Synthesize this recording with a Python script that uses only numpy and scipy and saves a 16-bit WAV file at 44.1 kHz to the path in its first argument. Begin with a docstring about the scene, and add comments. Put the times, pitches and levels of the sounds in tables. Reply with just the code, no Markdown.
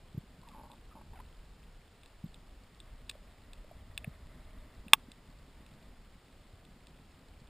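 """A camera in a watertight housing drifts over a rocky reef. From the start, moving water rumbles, hands rub,
the reef crackles faintly and the microphone hisses. In the first second or so the grip knocks, squeaks and
creaks, and a shove makes the housing shudder. Sharp clicks ring the shell now and then. From 2.6 to 6.1 s
a hand slides along it; a second shove comes near 4 s, and at 4.9 s the hardest click overloads the
microphone. A few faint clicks, a last shudder and a soft knock end the scene."""
import sys
import numpy as np
from scipy import signal
from scipy.fft import rfft, irfft, next_fast_len
from scipy.io import wavfile
from scipy.ndimage import uniform_filter1d

SR = 44100
rng = np.random.default_rng(int(sys.argv[2]) if len(sys.argv) > 2 else 0)


def file_out(sig):
    """Save sig as 16-bit WAV at sys.argv[1]."""
    # one column per channel
    cols = np.atleast_2d(sig).T
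    # limit, then scale
    lim = np.clip(cols, -1, 1)
    pcm = np.round(lim * 32767).astype(np.int16)
    wavfile.write(sys.argv[1], SR, pcm)


N = 330287
TIME = np.arange(N) / SR
RING_SAMPLES = 4096  # room for one short sound to die away

# tone colour of the microphone's hiss, the water's rumble and the hands' rubbing (pitch [Hz], gain [dB])
HISS_COLOUR = [(30, -5.5), (200, 0.5), (400, 4.5), (1000, -0.5), (2000, -4), (3600, -6), (5000, -8),
               (6000, -13)]
RUMBLE_COLOUR = [(10, -13), (22, -4), (32, 0.5), (50, -5), (80, -10.5), (130, -20), (250, -36),
                 (600, -58.5)]
RUBBING_COLOUR = [(40, -11), (80, -1), (150, 0), (260, -2.5), (330, -11.5), (480, -15.5), (700, -20),
                  (1400, -28.5), (3000, -43.5)]
# how strongly water flows past the housing (time [s], level before the rumble's boost [dB])
WATER_FLOW = [(0.0, -64.5), (1.27, -59), (2.0, -65.5), (2.27, -61), (2.69, -63), (2.92, -57), (3.09, -62),
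              (4.01, -59.5), (4.63, -59), (5.09, -66), (5.57, -61), (6.57, -66), (7.49, -63.5)]
# how much the hands move on the housing (time [s], rubbing level [dB])
HAND_MOVEMENT = [(0.0, -65.5), (0.94, -62), (1.13, -62.5), (1.92, -67), (4.03, -64.5), (4.17, -62),
                 (5.51, -64.5), (5.8, -59), (6.09, -66), (6.72, -65), (7.09, -64), (7.49, -64)]
# slow slides of a hand along the housing (start [s], end [s], level [dB])
HAND_SLIDES = [(2.6, 4.0, -72.5), (3.8, 4.95, -68), (4.95, 6.1, -74)]
# resonances, the pitches that ring, under a sliding hand (pitch [Hz], width [Hz], gain [dB])
SLIDE_RESONANCES = [(249, 90, 1), (616.5, 120, -0.5), (1140, 400, -7.5), (1960, 510, -7.5),
                    (3440, 450, -16)]
# shoves that shake the housing (start [s], end [s], level [dB])
SHOVE_EVENTS = [(0.92, 1.38, -58), (3.68, 4.36, -59.5), (7.0, 7.6, -63.5)]
# squeaks of the grip (start [s], end [s], level [dB], first pitch [Hz], last pitch [Hz])
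SQUEAK_EVENTS = [(0.428, 0.44, -61, 1010, 1060), (0.447, 0.47, -65, 1090, 1010),
                 (0.461, 0.508, -60.5, 960, 825), (0.497, 0.556, -63, 1180, 1007),
                 (0.898, 0.94, -63.5, 1400, 1056), (1.13, 1.154, -59, 917, 940),
                 (1.148, 1.185, -60.5, 814, 668), (1.186, 1.213, -54.5, 760, 1120)]
# creaks of the grip (start [s], end [s], level [dB])
CREAK_EVENTS = [(0.547, 0.616, -56), (0.635, 0.674, -56.5), (0.700, 0.744, -57.5), (0.954, 0.995, -58),
                (1.0125, 1.021, -57)]
# what rings when the grip slips (pitch [Hz], width [Hz], gain [dB])
GRIP_RESONANCES = [(246, 124, -3), (583, 100, -4.5), (888, 130, 2.5), (1100, 120, -5.5), (1550, 210, -17)]
# dull knocks on the housing (time [s], level at the top of the swell [dB], pitch [Hz])
KNOCK_EVENTS = [(0.1445, -36.5, 135), (0.1754, -27.5, 138), (0.388, -44.5, 149), (2.239, -30, 162),
                (2.258, -40.5, 185), (3.152, -48.5, 565), (3.644, -50, 570), (3.7112, -44.5, 660),
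                (4.044, -47.5, 660), (4.074, -30, 146), (4.863, -41.5, 196), (4.933, -44, 200),
                (5.083, -46.5, 230), (6.534, -44, 79.5), (7.415, -46, 139)]
# the two parts of a click: the shell's ring and the direct crack (pitch [Hz], width [Hz], gain [dB])
SHELL_RESONANCES = [(679.6, 160, -19), (890, 110, -5.5), (1123, 170, -1), (1236, 100, -5.5),
                    (1633, 280, -8.5), (2120, 430, -9.5), (2500, 370, -3.5), (2700, 320, -2.5),
                    (3350, 340, -3), (3460, 400, -1), (3610, 200, -3.5), (4020, 140, -20.5),
                    (5050, 400, -22.5), (5340, 920, -12.5), (5600, 380, -15)]
CRACK_RESONANCES = [(1730, 220, -3), (2610, 450, 1), (3500, 130, 1), (3890, 440, -3), (4815, 1090, -10)]
# the harder the click, the more the ring outweighs the crack (click level [dB], crack gain [dB])
CRACK_BALANCE = [(-36, 7.5), (-12, -21)]
# sharp clicks on the shell
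# (time [s], level over 10 ms [dB], pitch [Hz], fall on each side of that pitch [dB/octave], spread [s])
CLICK_EVENTS = [(0.4866, -60, 4200, 7, .0005), (0.716, -59, 3700, 20, 0.00038),
                (2.033, -60.5, 3300, 17, 0.00045), (2.0595, -60.5, 4250, 7, .0002),
                (2.3431, -56.5, 3710, 24, .0003), (2.8016, -53, 3620, 33, 0.00036),
                (3.094, -38.5, 4200, 9.5, .0016), (3.1114, -54.5, 3600, 1, .0006),
                (3.532, -54.5, 3810, 9, 0.00066), (3.9764, -37, 3030, 10, .0004),
                (4.0435, -45, 2140, 30, 0.00045), (4.8814, -53.5, 2700, 19, .0005),
                (4.933, -10, 3030, 1.8, 0.00063), (5.1166, -54, 4200, 14, .0005),
                (5.663, -61.5, 3200, 5, .0005), (6.6502, -63.5, 3500, 16, .0005),
                (6.8699, -59, 4370, 11.5, 0.00017)]


def undb(db):
    """Turn decibels into a number to multiply by."""
    return 10 ** (np.asarray(db) / 20)


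def level(x, db):
    """Scale a sound to an average (rms) level."""
    return x * undb(db) / np.sqrt(np.mean(x ** 2) + 1e-30)


def add(out, start, x):
    """Mix x into out from a start time in seconds."""
    i = max(int(start * SR), 0)
    out[i:i + len(x)] += x[:max(len(out) - i, 0)]


def gain_curve(samples, points):
    """Join (pitch [Hz], gain [dB]) points into a gain for every frequency."""
    hz, db = np.transpose(points)
    f = np.maximum(np.fft.rfftfreq(samples, 1 / SR), 1)
    return undb(np.interp(np.log(f), np.log(hz), db))


def colour(x, points):
    """Turn the lows and highs of a sound up or down along a gain curve."""
    return irfft(rfft(x) * gain_curve(len(x), points), len(x))


def noise(points):
    """Noise with the given tone colour and an average (rms) size of 1."""
    return level(colour(rng.standard_normal(next_fast_len(N)), points)[:N], 0)


def wander(turns_per_s):
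    """A curve that drifts up and down at random, by about 1."""
    step = int(SR / turns_per_s)
    stairs = np.repeat(rng.standard_normal(N // step + 1), step)
    return level(uniform_filter1d(stairs, step)[:N], 0)


def strokes(rows, fade_s):
    """A loudness curve that rises, holds and falls for each (start [s], end [s], level [dB])."""
    return sum(undb(db) * np.clip(np.minimum(TIME - start, end - TIME) / fade_s, 0, 1)
               for start, end, db in rows)


def ring(resonances, tilt=((1, 0), (2, 0))):
    """How an object with these resonances rings after one tap; tilt is an extra gain curve."""
    f = np.maximum(np.fft.rfftfreq(RING_SAMPLES, 1 / SR), 1)
    power = sum((undb(db) / (1 + (2 * (f - hz) / width) ** 2)) ** 2 for hz, width, db in resonances)
    cepstrum = irfft(np.log(np.sqrt(power) * gain_curve(RING_SAMPLES, tilt)))
    cepstrum[1:RING_SAMPLES // 2] *= 2  # folding one half onto the other puts all ringing after the tap
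    cepstrum[RING_SAMPLES // 2 + 1:] = 0
    return irfft(np.exp(rfft(cepstrum)))


def microphone_hiss(db=-63.5):
    """The microphone's own steady noise."""
    return undb(db) * noise(HISS_COLOUR)


def reef(snaps_per_s=60, crackle_db=-78, ring_s=0.0011):
    """Far-off snaps, each with its own pitch, too many and too faint to tell apart."""
    out, t = np.zeros(N), np.arange(RING_SAMPLES) / SR
    for when, weakness, pitch in rng.random((int(snaps_per_s * N / SR), 3)):
        hz = 2000 + 2600 * pitch
        snap = np.exp(-t / ring_s) * np.sin(2 * np.pi * hz * t)
        add(out, when * N / SR, undb(-16 * weakness) * snap)
    return level(out, crackle_db)


def water(boost_db=6, surge_db=1.5):
    """Moving water pushes on the housing and makes a low, surging rumble."""
    flow_db = np.interp(TIME, *np.transpose(WATER_FLOW))
    return noise(RUMBLE_COLOUR) * undb(boost_db + flow_db + surge_db * wander(11))


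def rubbing(uneven_db=2.5):
    """The hands shift on the housing in small, uneven rubs."""
    hands_db = np.interp(TIME, *np.transpose(HAND_MOVEMENT))
    return noise(RUBBING_COLOUR) * undb(hands_db + uneven_db * wander(40))


def slide(uneven_db=2, resting_db=-81):
    """A sliding hand's fine friction rings a few broad resonances; a trace stays while it rests."""
    friction = signal.fftconvolve(rng.standard_normal(N), ring(SLIDE_RESONANCES))[:N]
    loudness = undb(resting_db) + strokes(HAND_SLIDES, fade_s=.22)
    return level(friction, 0) * loudness * undb(uneven_db * wander(30))


def shudder(hz=81.6, width_hz=50):
    """Each shove shakes the housing at one low, broad resonance."""
    shake = signal.fftconvolve(rng.standard_normal(N), ring([(hz, width_hz, 0)]))[:N]
    return level(shake, 0) * strokes(SHOVE_EVENTS, fade_s=.15)


def squeaks(roughness=0.39, waver=0.041, overtone_db=-16, overtone_db_per_octave=-22, scrape_db=-10):
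    """Very fast slips merge into short, rough, gliding tones; lower ones have stronger overtones."""
    out, wobble, flutter = np.zeros(N), wander(400), wander(350)
    scrape = undb(scrape_db) * noise([(500, -15), (1100, 5), (1600, -4), (2700, -8), (4000, -20)])
    for start, end, db, first_hz, last_hz in SQUEAK_EVENTS:
        span = (TIME >= start) & (TIME < end)
        hz = np.linspace(first_hz, last_hz, span.sum()) * (1 + waver * wobble[span])
        phase = 2 * np.pi * np.cumsum(hz) / SR
        richness = undb(overtone_db + overtone_db_per_octave * np.log2(hz / 1000))
        overtones = sum(np.sin(k * phase) * 2 / k for k in range(2, 5))
        tone = np.sin(phase) + richness * overtones + scrape[span]
        loudness = (1 + roughness * flutter[span]) * signal.windows.tukey(span.sum(), .5)
        out[span] += level(tone * loudness, db)
    return out


def creaks(slips_per_s=132, jitter=0.2, uneven_db=2, first_slip_db=3):
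    """The grip sticks and slips; each slip rings briefly, and the first gets an extra push."""
    out, slip = np.zeros(N), ring(GRIP_RESONANCES)
    slip *= np.sqrt(SR / slips_per_s) / np.linalg.norm(slip)  # a run of these is near 0 dB
    for start, end, db in CREAK_EVENTS:
        gap_chance, size_chance = rng.standard_normal((32, 2)).T
        gaps = np.exp(jitter * gap_chance) / slips_per_s
        times = start + np.cumsum(gaps) - gaps[0]
        sizes_db = np.r_[first_slip_db, uneven_db * size_chance[1:]]
        for when, size_db in zip(times, sizes_db):
            if when < end:
                add(out, when, undb(db + size_db) * slip)
    return out


def knock(db, hz, scuff_db=-24):
    """A soft bump on the housing: a few low waves swell and die, with a little scuff at the contact."""
    t = np.arange(RING_SAMPLES) / SR
    swell_s = 0.0044 * (150 / hz) ** 0.27  # higher knocks swell faster
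    loudness = (t / swell_s * np.exp(1 - t / swell_s)) ** 2
    scuff = colour(rng.standard_normal(RING_SAMPLES), [(100, -12), (320, 7), (600, -10), (1500, -43)])
    return undb(db) * loudness * (level(scuff, scuff_db) - np.sin(2 * np.pi * hz * t))


def knocks(nudges_per_s=2, nudge_above_rubbing_db=12, nudge_hz=185):
    """The clear knocks, plus small random nudges that get louder as the hands move more."""
    out = np.zeros(N)
    for start, db, hz in KNOCK_EVENTS:
        add(out, start, knock(db, hz))
    for when, size, pitch in rng.uniform(-1, 1, (int(nudges_per_s * N / SR), 3)):
        start = abs(when) * N / SR
        hands_db = np.interp(start, *np.transpose(HAND_MOVEMENT))
        add(out, start, knock(hands_db + nudge_above_rubbing_db + 3 * size, nudge_hz * (1 + .25 * pitch)))
    return out


def scatter(x, spread_s, echo=0.55):
    """Three short paths round the shell smear a click in time without changing its tone colour."""
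    spectrum, f = rfft(x), np.fft.rfftfreq(len(x), 1 / SR)
    for share in (.3, .55, 1):
        path_samples = round(spread_s * share * rng.uniform(.9, 1.1) * SR)
        delay = np.exp(-2j * np.pi * f * path_samples / SR)
        spectrum = spectrum * (delay - echo) / (1 - echo * delay)
    return irfft(spectrum)


def click(db, hz, fall_db, spread_s, tail_db=-21, tail_s=0.029):
    """A direct crack plus the shell's ring, both shaped round the click's pitch; a weak tail follows."""
    t = np.arange(RING_SAMPLES) / SR
    crack_db = np.interp(db, *np.transpose(CRACK_BALANCE))
    crack = [(pitch, width, gain_db + crack_db) for pitch, width, gain_db in CRACK_RESONANCES]
    tilt = [(hz / 2, -fall_db), (hz, 0), (hz * 2, -fall_db)]
    snap = scatter(ring(list(SHELL_RESONANCES) + crack, tilt), spread_s)
    tail_shape = undb(-60 * t / tail_s) * (1 - np.exp(-t / 0.0028))
    tail = rng.standard_normal(RING_SAMPLES) * tail_shape
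    snap += undb(tail_db) * signal.fftconvolve(snap, tail / np.linalg.norm(tail))[:RING_SAMPLES]
    return undb(db) * snap / np.linalg.norm(snap) * np.sqrt(SR / 100)  # level counted over 10 ms


def clicks():
    """Sharp clicks ring the shell, each at its own moment."""
    out = np.zeros(N)
    for start, db, hz, fall_db, spread_s in CLICK_EVENTS:
        add(out, start, click(db, hz, fall_db, spread_s))
    return out


def scene():
    """The sealed housing gives left and right the same sound, apart from a trace of hiss."""
    housing = clicks() + knocks() + creaks() + squeaks() + slide() + shudder()
    background = water() + rubbing() + reef() + microphone_hiss()
    middle = housing + background
    side_hiss = undb(-77.5) * noise([(30, -28), (100, -8), (250, 0), (5500, 1), (8000, -30)])
    return np.array([middle + side_hiss, middle - side_hiss])


def record(dry, converter_hz=12000, band_hz=5500, top_hz=15300):
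    """The camera's converter holds each sample, so the treble is a mirror image of the sound below."""
    band = signal.sosfilt(signal.cheby1(8, .3, band_hz, fs=SR, output="sos"), dry)
    mirrored = band * (1 + 2 * np.cos(2 * np.pi * converter_hz * TIME))
    f = np.fft.rfftfreq(N, 1 / SR)
    held = irfft(rfft(mirrored) * np.sinc(f / converter_hz), N)  # holding weakens the higher images
    overloaded = np.clip(held, -1, 1)  # the hardest click has its peaks cut off
    return signal.sosfilt(signal.ellip(12, .2, 80, top_hz, fs=SR, output="sos"), overloaded)


dry = scene()
out = record(dry)
file_out(out)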